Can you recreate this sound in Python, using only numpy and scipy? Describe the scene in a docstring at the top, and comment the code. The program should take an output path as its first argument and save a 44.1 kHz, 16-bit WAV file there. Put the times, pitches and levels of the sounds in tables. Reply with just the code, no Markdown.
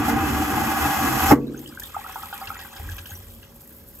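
"""A small toilet stall, with a closely spaced pair of microphones looking down into a vacuum toilet's bowl.
Air and slugs of water roar down the drain until the valve slams shut and the stall booms.
Rinse water then sprays into the bowl, bubbles gurgle in the outlet and the pipe rumbles,
over steady ventilation."""
import sys
import numpy as np
from scipy import signal
from scipy.fft import rfft, irfft, next_fast_len
from scipy.io import wavfile
from scipy.ndimage import map_coordinates

SR = 44100
rng = np.random.default_rng(int(sys.argv[2]) if len(sys.argv) > 2 else 0)


def transcribe(signal):
    """Save signal, clipped to [-1, 1], as a 16-bit WAV file at the path in sys.argv[1]."""
    frames = np.atleast_2d(signal).T
    limited = np.clip(frames, -1, 1)
    pcm = np.round(limited * 32767).astype(np.int16)
    wavfile.write(sys.argv[1], SR, pcm)


N = 176400

# Resonances of the bowl and of the stall. 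Each row: centre in Hz, width in Hz, lift in dB.
BOWL = [(778, 60, 15), (850, 50, 6), (985, 40, 4), (1065, 35, 5), (1145, 40, 8), (1250, 90, 7),
        (1460, 120, 3.5), (1650, 90, 10), (1915, 50, 10), (2060, 65, 10), (2385, 65, 9), (2500, 45, 10.5),
        (2620, 60, 12), (2900, 100, 8), (3120, 80, 7), (3370, 100, 5.5)]
STALL = [(80.5, 20, 8.5), (128.7, 9.9, 15), (233.6, 16, 11), (258.5, 19, -7.5), (293.4, 53, 12),
         (469, 29, 9.5)]


def suction(shut_s=1.314, shut_db_per_s=525):
    """Air roars and hisses through the bowl, the drain rumbles and water gulps until the valve shuts."""
    # Airflow. Each row: time in seconds, relative levels of roar and hiss in dB.
    airflow = [(0.0, -31, -36.5), (0.016, -27.5, -44), (0.098, -24.5, -32.5), (0.152, -27.5, -44),
               (0.298, -25, -36.5), (0.306, -28, -38), (0.77, -26, -35.5), (0.834, -24, -33),
               (1.112, -26, -33), (1.28, -22, -29.5)]
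    # Drain rumble. Each row: time in seconds, relative level in dB.
    drain = [(0.0, -18.5), (0.064, -27.5), (0.12, -23), (0.784, -29), (0.83, -24.5), (0.944, -30.5),
             (1.05, -23), (1.126, -29.5), (1.28, -22.5)]
    # Slugs of water swallowed by the drain. Each row: start in seconds, relative level in dB.
    slugs = [(0.08, -8), (0.16, -12), (0.339, -16), (0.418, -11.5), (0.565, -9), (0.613, -12.5),
             (0.683, -8.5), (0.843, -9), (0.892, -13)]
    # Noise spectra. Each row: frequency in Hz, relative level in dB.
    roar_spectrum = [(300, -30), (550, -9.5), (700, -3), (1500, -3.5), (1900, -10.5), (3000, -16),
                     (4000, -23), (6000, -22.5), (12000, -42)]
    hiss_spectrum = [(1500, -11), (3800, -5), (4700, -4), (6000, -2), (8000, -1.5), (9500, 0.5),
                     (12500, 1.5), (14500, -4.5), (15700, -8)]
    rumble_spectrum = [(20, -19), (42, -8), (75, 0), (110, -8.5), (160, -7), (215, -3.5), (350, -4.5),
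                       (540, -19.5), (900, -49), (3000, -65)]
    gulp_spectrum = [(30, -11), (70, -8), (300, -6.5), (550, -37), (800, -5), (1200, -23), (4000, -37)]
    roar_db, hiss_db = curves(airflow)
    drain_db, = curves(drain)
    valve = amp(-shut_db_per_s * np.maximum(clock() - shut_s, 0))
    flutter = wobble(110)
    roar = amp(roar_db + 0.64 + 0.77 * flutter) * rush(roar_spectrum, BOWL, grain_db=1.5)
    hiss = amp(hiss_db + 4 + 0.9 * flutter) * rush(hiss_spectrum, BOWL)
    rumble = amp(drain_db - 1.5 + 1.6 * wobble(29.83)) * rush(rumble_spectrum, STALL)
    swallowing = sum(amp(db - 7) * pulse(s, 0.0045, 0.12) for s, db in slugs)
    gulps = swallowing * rush(gulp_spectrum, STALL + BOWL)
    air = filtered(roar + hiss, lambda hz: ripple(hz, spacing_hz=55, depth_db=1.8))
    return valve * (air + rumble + gulps)


def valve_slam():
    """The narrowing gap squeals, blasts and snaps shut; the pressure wave falls and the stall booms."""
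    # Spectrum of the blast. Each row: frequency in Hz, relative level in dB.
    blast_spectrum = [(60, 1), (200, 4.5), (400, 4), (700, 1.5), (1200, -2.5), (2000, -16), (3500, -32),
                      (12000, -25)]
    # Modes of the stall. Each row: pitch in Hz, relative level in dB, seconds to fall 60 dB.
    modes = [(76.4, -18, 0.56), (138, -4.5, 0.91), (231, -6.5, 1), (281, -5, 0.65), (318, -2.5, 0.84),
             (479, -3.5, 0.56), (1135, 1, 0.21)]
    t = clock()
    squeal = amp(-31.5) * swell(1.3, 0.022) * rush([(4300, -24), (5300, 6), (6300, -9), (7500, -44)])
    blast_gain = amp(-5.5) * (swell(1.321, 0.012) + amp(-6.5) * pulse(1.322, 0.031, 0.15))
    blast = blast_gain * rush(blast_spectrum, [(816, 53, 8.8), (1170, 27, 3.5), (2070, 320, 10)])
    crack = amp(-17) * pulse(1.3125, .0003, .025) * rush([(500, -6), (1500, 6), (4000, -10), (13000, -4)])
    wave_hz = 300 * np.exp(-np.clip(t - 1.332, -.02, .012) / 0.13)
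    turns = np.cumsum(wave_hz) / SR
    wave = amp(-4) * swell(1.333, .012) * np.sin(2 * np.pi * (turns - np.interp(1.332, t, turns)))
    bowl_note = amp(-23) * swell(1.326, 0.016) * np.sin(2 * np.pi * 740 * t)
    boom = sum(amp(db - 19.5) * pulse(1.298, 0.006, t60) * np.sin(2 * np.pi * (hz * t + rng.random()))
               for hz, db, t60 in modes)
    wash_spectrum = [(50, -7), (130, -21), (280, 6.5), (480, -8), (600, -18.5), (1200, -41), (4000, -81)]
    wash = amp(-22.5) * pulse(1.325, 0.0045, 0.93) * rush(wash_spectrum)
    shove = amp(-22) * swell(1.32, 0.029) * np.sin(2 * np.pi * 55 * t)
    return squeal + blast + crack + wave + bowl_note + boom + wash + shove


def gurgle(count=1400):
    """Large bubbles shed trails of small ones; more churn in the outlet, and gulps splash and crackle."""
    # Large bubbles. Each row: start in seconds, relative level in dB, pitch in Hz.
    bubbles = [(1.479, -42, 3800), (1.544, -35, 1410), (1.659, -32, 2920), (1.723, -39, 1400),
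               (1.773, -27.5, 1456), (1.82, -31, 1640), (1.837, -26, 3380), (1.944, -25.5, 1137),
               (1.95, -25, 1220), (1.964, -18, 790), (2.044, -30, 1200), (2.063, -27.5, 1300),
               (2.092, -31, 1010), (2.157, -24, 876), (2.195, -31, 1180), (2.233, -29, 1220),
               (2.327, -29, 1420), (2.502, -21.5, 1280), (2.554, -32, 1290), (2.651, -34, 1470),
               (2.796, -34, 760), (2.889, -29, 1550), (3.056, -33, 2860), (3.117, -35, 1500),
               (3.428, -39, 2700)]
    # Churning and splashing gulps in the outlet. Each row: time in seconds, relative level in dB.
    churn = [(1.4, -55), (1.85, -49.5), (2.05, -38.5), (2.2, -43.5), (2.55, -39.5), (2.75, -44.5),
             (3.17, -51), (3.3, -57), (4.0, -60)]
    gulps = [(2.0904, -35), (2.22, -35), (2.327, -31), (2.471, -29.5), (2.59, -31), (2.7623, -31),
             (2.9164, -35), (2.9815, -28), (3.057, -36), (3.107, -36), (3.427, -42)]
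    # Spectrum of a splash. Each row: frequency in Hz, relative level in dB.
    splash_spectrum = [(500, -14), (800, -16.5), (1600, 9), (2200, -18.5), (3300, 5.5), (4500, -0.5),
                       (12000, -31)]
    onsets, levels, pitches = np.transpose(bubbles)
    trails = ring_bubbles(onsets, amp(levels + 8), pitches)
    for _ in range(5):
        delay, size = rng.random((2, len(onsets)))
        trail_hz = np.minimum(pitches * 1.99 ** (size - .15), 4200)
        trails += ring_bubbles(onsets + 0.043 * delay, amp(levels - 16), trail_hz)
    starts, smallness, strength = scatter(count)
    small = ring_bubbles(starts, amp(15 * strength), 760 * 3.3 ** (smallness ** 1.2))
    small = unit(filtered(small, lambda hz: amp(lift(BOWL, hz) / 2)))
    churn_db, = curves(churn)
    water = trails + amp(churn_db - 4) * small
    slosh = amp(churn_db - 10.5 + 3 * wobble(40))
    slosh += sum(amp(db - 6) * pulse(s, 0.0018, 0.086) for s, db in gulps)
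    splashes = slosh * (amp(-2) * rush(splash_spectrum, BOWL, grain_db=2.5) + amp(-5) * crackle())
    return amp(-2.5) * water + amp(-7.5) * echo(water, t60=.14) + splashes


def crackle(count=2600):
    """A dense fizz of tiny bursting bubbles, rms 1."""
    starts, smallness, strength = scatter(count)
    return unit(ring_bubbles(starts, amp(16 * strength), 2400 * 3 ** smallness ** 2))


def glugs():
    """Air breaks through the water and leaves the hollow outlet ringing."""
    # Glugs of air. Each row: start in seconds, relative level in dB.
    breaks = [(2.092, -34), (2.157, -30), (2.23, -36.5), (2.327, -29), (2.415, -31), (2.502, -35),
              (2.592, -45)]
    # Modes of the outlet. Each row: pitch in Hz, relative level in dB, seconds to fall 60 dB.
    modes = [(790, 0, .14), (870, -4, .1), (1135, -10, .22), (1285, -3.5, .13), (1440, -6, .1)]
    out, t = np.zeros(N), np.arange(SR // 3) / SR
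    for s, db in breaks:
        for hz, mode_db, t60 in modes:
            size, detune = rng.standard_normal(2)
            envelope = amp(db + mode_db + 2 * size - 60 * t / t60) * (1 - np.exp(-t * hz))
            out[int(s * SR):][:len(t)] += envelope * np.sin(2 * np.pi * hz * (1 + .015 * detune) * t)
    return out


def rinse(count=110):
    """The nozzles sizzle and spit; spray patters on the porcelain, then softens."""
    # Rinse flow. Each row: time in seconds, relative levels of nozzle sizzle and landing spray in dB.
    flow = [(1.42, -64, -73), (1.55, -57, -55), (1.6, -49, -51.5), (1.78, -53.5, -55), (1.85, -48, -46),
            (2.0, -49, -54.5), (2.15, -44.5, -48), (2.6, -48, -52.5), (2.85, -48.5, -50), (3.15, -45, -53),
            (3.3, -51, -56), (3.5, -57, -61.5), (3.62, -52, -75), (4.0, -49, -70)]
    # Nozzle spits. Each row: start in seconds, relative level in dB, pitch in Hz (the highest only hiss).
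    spurts = [(1.4686, -36, 3900), (1.576, -27, 6400), (1.591, -29, 12000), (1.6876, -31, 4930),
              (1.7972, -20, 12000), (1.834, -26, 12000), (1.9394, -32, 7390), (2.1849, -29, 12800),
              (2.4145, -31, 4700), (2.578, -28.5, 7110), (2.9158, -27.5, 11900), (2.9814, -32, 6150),
              (3.1019, -29, 6560), (3.1522, -28.5, 5840), (3.6057, -34, 13400)]
    # Noise spectra. Each row: frequency in Hz, relative level in dB.
    sizzle_spectrum = [(1500, -23), (4000, -15), (6500, -13.5), (9000, 2), (12500, 4.5), (14500, 1),
                       (15700, -0.5)]
    spray_spectrum = [(500, 1), (900, -23), (2000, -17), (3200, 13), (4500, 5), (6500, 5), (8500, 13),
                      (12500, -13), (15700, 2)]
    sizzle_db, spray_db = curves(flow)
    sputter = 1.2 * wobble(22) + 1.9 * wobble(110)
    sizzle = rush(sizzle_spectrum) + amp(-1) * patter(sizzle_spectrum, per_s=400, spread_db=7)
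    sizzle *= amp(sizzle_db - 0.5 + sputter)
    spray = rush(spray_spectrum, BOWL[-5:], grain_db=2.5)
    spray += amp(-2) * patter(spray_spectrum, per_s=200, spread_db=15)
    spray *= amp(spray_db - 3 + sputter)
    wet_spit = rush([(1000, -15), (3500, 9), (6500, -3), (9000, 6), (15500, -30)], grain_db=-21)
    fine_spit = rush([(2000, -11), (7000, -3), (12500, 3.5), (15500, -7)], grain_db=-5)
    spits = np.zeros((2, N))
    for s, db, hz in spurts:
        if hz > SR / 5:
            spit = fine_spit
        else:
            spit = wet_spit / 2 + np.sin(2 * np.pi * hz * clock() + 0.96 * wobble(440))
        spits += amp(db - 9.5) * pulse(s, 0.00047, 0.058) * spit
    starts, smallness, strength = scatter(count)
    drops = amp(spray_db - 16) * unit(ring_bubbles(starts, amp(20 * strength), 5200 * 1.6 ** smallness))
    wet = filtered(sizzle + spray + spits, lambda hz: ripple(hz, spacing_hz=90, depth_db=1.7))
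    return wet + drops + echo(drops, t60=0.036)


def patter(spectrum, per_s, spread_db):
    """Droplet impacts of very unequal size, alike in both channels, rms 1."""
    hits = (rng.random(N) < per_s / SR) * amp(spread_db * np.clip(rng.standard_normal(N), -2, 2))
    hits *= rng.choice([-1, 1], N)
    splat = rng.standard_normal(N) * pulse(0, .0001, 0.019)
    power = np.abs(signal.fftconvolve(hits ** 2, splat[:SR // 100] ** 2)[:N])
    ticks = rng.standard_normal(N) * np.sqrt(power)
    return unit(filtered(ticks, lambda hz: amp(along(spectrum, hz)))) * np.ones((2, 1))


def pipe():
    """Low surges in the pipe as the water returns: each a short hum with a dull thud."""
    # Surges. Each row: start in seconds, relative level in dB, pitch in Hz.
    surges = [(2.469, -35, 87), (2.797, -26, 76.7), (2.86, -26.5, 88.1), (2.984, -39, 92.7),
              (3.102, -34.5, 91.2), (3.26, -37, 90.2)]
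    t = clock()
    hum = sum(amp(db + .5) * pulse(s, 0.013, 0.53) * np.sin(2 * np.pi * hz * (t - s) + .5 * wobble(25.02))
              for s, db, hz in surges)
    thuds = sum(amp(db - 4) * pulse(s, 0.012, 0.39) for s, db, _ in surges)
    return hum + thuds * rush([(25, -10), (50, 4.5), (90, -4.5), (140, -15.5), (300, -21), (800, -42)])


def ventilation():
    """Steady low air noise with two faint tones."""
    # Spectrum of the air. Each row: frequency in Hz, relative level in dB.
    air_spectrum = [(20, -3), (50, 0.5), (80, -1), (110, -5.5), (230, -9), (450, -11.5), (800, -24.5),
                    (2000, -31.5), (5000, -29.5), (15000, -35.5)]
    upper = np.sin(2 * np.pi * 555 * clock() + .25 * wobble(6))
    lower = np.sin(2 * np.pi * 232 * clock() + .6 * wobble(9))
    return amp(-48) * rush(air_spectrum, [(80, 10, 4.6), (232, 13, 9.4)]) + amp(-59) * (upper + lower)


def ring_bubbles(starts, gains, pitches, rise=.06):
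    """Bubbles ring as damped sines with a soft start and rising pitch; small ones last more cycles."""
    i = np.arange(SR // 20)
    cycles = 4.5 * np.sqrt(pitches[:, None] / 800)  # to ring down by 1/e
    age = pitches[:, None] * i / SR / cycles
    envelopes = gains[:, None] * (1 - np.exp(-(age / 0.5) ** 2)) * np.exp(-age ** 1.5)
    waves = envelopes * np.sin(2 * np.pi * cycles * (age + rise * age ** 2 / 2))
    samples = np.abs(starts[:, None] * SR).astype(int) + i
    return np.bincount(samples.ravel(), waves.ravel(), N)[:N]


def rush(spectrum, resonances=(), grain_db=0):
    """Stereo noise of rms 1; grain_db breaks it into droplets of about a millisecond."""
    # Likeness of the two channels. Each row: frequency in Hz, likeness from 0 to 1.
    likeness = [(100, 1), (300, 0.75), (1200, 0.82), (2500, 0.19), (5000, 0.12), (6500, 0.82), (8000, 1),
                (9500, 1), (11000, 1), (13000, 0.71), (15000, 0.98)]

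    def response(hz):
        angle = np.arccos(np.clip(along(likeness, hz), 0, 1)) / 2
        return amp(along(spectrum, hz) + lift(resonances, hz)) * [np.cos(angle), np.sin(angle)]

    noise = rng.standard_normal((2, N))
    grains = amp(grain_db * np.repeat(rng.standard_normal(N // 32 + 1), 32)[:N])
    mid, side = filtered(noise * grains, response)
    return unit(np.array([mid + side, mid - side]))


def echo(x, t60):
    """The bowl and the close walls answer, differently at each microphone."""
    tilt = [(800, -5), (1600, -3), (5000, 1)]
    tail = filtered(rng.standard_normal((2, N)), lambda hz: amp(.6 * lift(BOWL, hz) + along(tilt, hz)))
    tail = (tail * pulse(0, 0.0027, t60))[:, :SR // 2]
    return signal.fftconvolve(x[None], tail / np.linalg.norm(tail[0]), axes=1)[:, :N]


def ripple(hz, spacing_hz, depth_db):
    """Close reflections make the treble uneven."""
    bumps = map_coordinates(rng.standard_normal(2048), [hz / spacing_hz], mode="wrap")
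    return amp(depth_db * np.clip(hz / 3000 - .3, 0, 1) * bumps)


def scatter(count):
    """Random starts in seconds after the slam, each with a smallness and a strength from 0 to 1."""
    when, smallness, strength = rng.random((count, 3)).T
    return 1.4 + 2.6 * when, smallness, strength


def amp(db):
    """Decibels to gain."""
    return 10 ** (np.asarray(db) / 20)


def unit(x):
    """Scale to rms 1."""
    return x / np.sqrt(np.mean(x ** 2) + 1e-20)


def along(points, hz):
    """Interpolate (Hz, value) points on a log axis."""
    freqs, values = np.transpose(points)
    return np.interp(np.log(hz + 1), np.log(freqs + 1), values)


def clock():
    """Time of each sample in seconds."""
    return np.arange(N) / SR


def curves(rows):
    """One value per sample for each column after the time."""
    times, *columns = np.transpose(rows)
    return [np.interp(clock(), times, column) for column in columns]


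def wobble(rate):
    """A smooth random curve, rate knots a second."""
    times = clock()[::64]
    curve = map_coordinates(rng.standard_normal(2048), [times * rate], mode="wrap")
    return np.interp(clock(), times, curve)


def filtered(x, response):
    """Filter x by a complex response of frequency."""
    size = next_fast_len(N + SR // 2)
    return irfft(rfft(x, size) * response(np.fft.rfftfreq(size, 1 / SR)), size)[..., :N]


def lift(resonances, hz):
    """Gain in dB of a set of resonances."""
    return sum(db / (1 + (2 * (hz - centre) / width) ** 2) for centre, width, db in resonances)


def pulse(start, attack, t60):
    """Envelope with a soft attack and an exponential decay; times in seconds."""
    t = clock() - start
    live = (t > 0) & (t < 2 * t60)
    out = np.zeros(N)
    out[live] = (1 - np.exp(-t[live] / attack)) * np.exp(-np.log(1000) * t[live] / t60)
    return out


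def swell(centre, width):
    """Bell-shaped envelope; times in seconds."""
    return np.exp(-((clock() - centre) / width) ** 2)


def scene():
    """Everything in the stall."""
    return suction() + valve_slam() + gurgle() + glugs() + rinse() + pipe() + ventilation()


def record(dry):
    """The pair over the bowl differs in phase, loses deep bass, rounds off peaks and cuts the very top."""
    # The left microphone's lead over the right. Each row: frequency in Hz, phase in radians.
    left_lead = [(0, 0.09), (1400, -.4), (1700, 0), (2000, -.9), (2900, -1.5), (3500, -3), (4300, -3.1),
                 (5000, -.6), (5600, 1.4), (6300, 0.05), (7100, 0.5), (9100, 2.99), (10100, 3.25),
                 (12600, 6.2), (14300, 6.3), (15800, 8.8)]
    low_cut, top_hz = [(15, -22), (28, -26), (42, 0)], 15800
    phase = lambda hz: np.exp(.5j * np.array([[1], [-1]]) * np.interp(hz, *np.transpose(left_lead)))
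    heard = filtered(dry, lambda hz: phase(hz) * amp(along(low_cut, hz)))
    limited = heard / (1 + np.abs(heard / .95) ** 6) ** (1 / 6)
    return filtered(limited, lambda hz: hz < top_hz)


dry = scene()
out = record(dry)
transcribe(out)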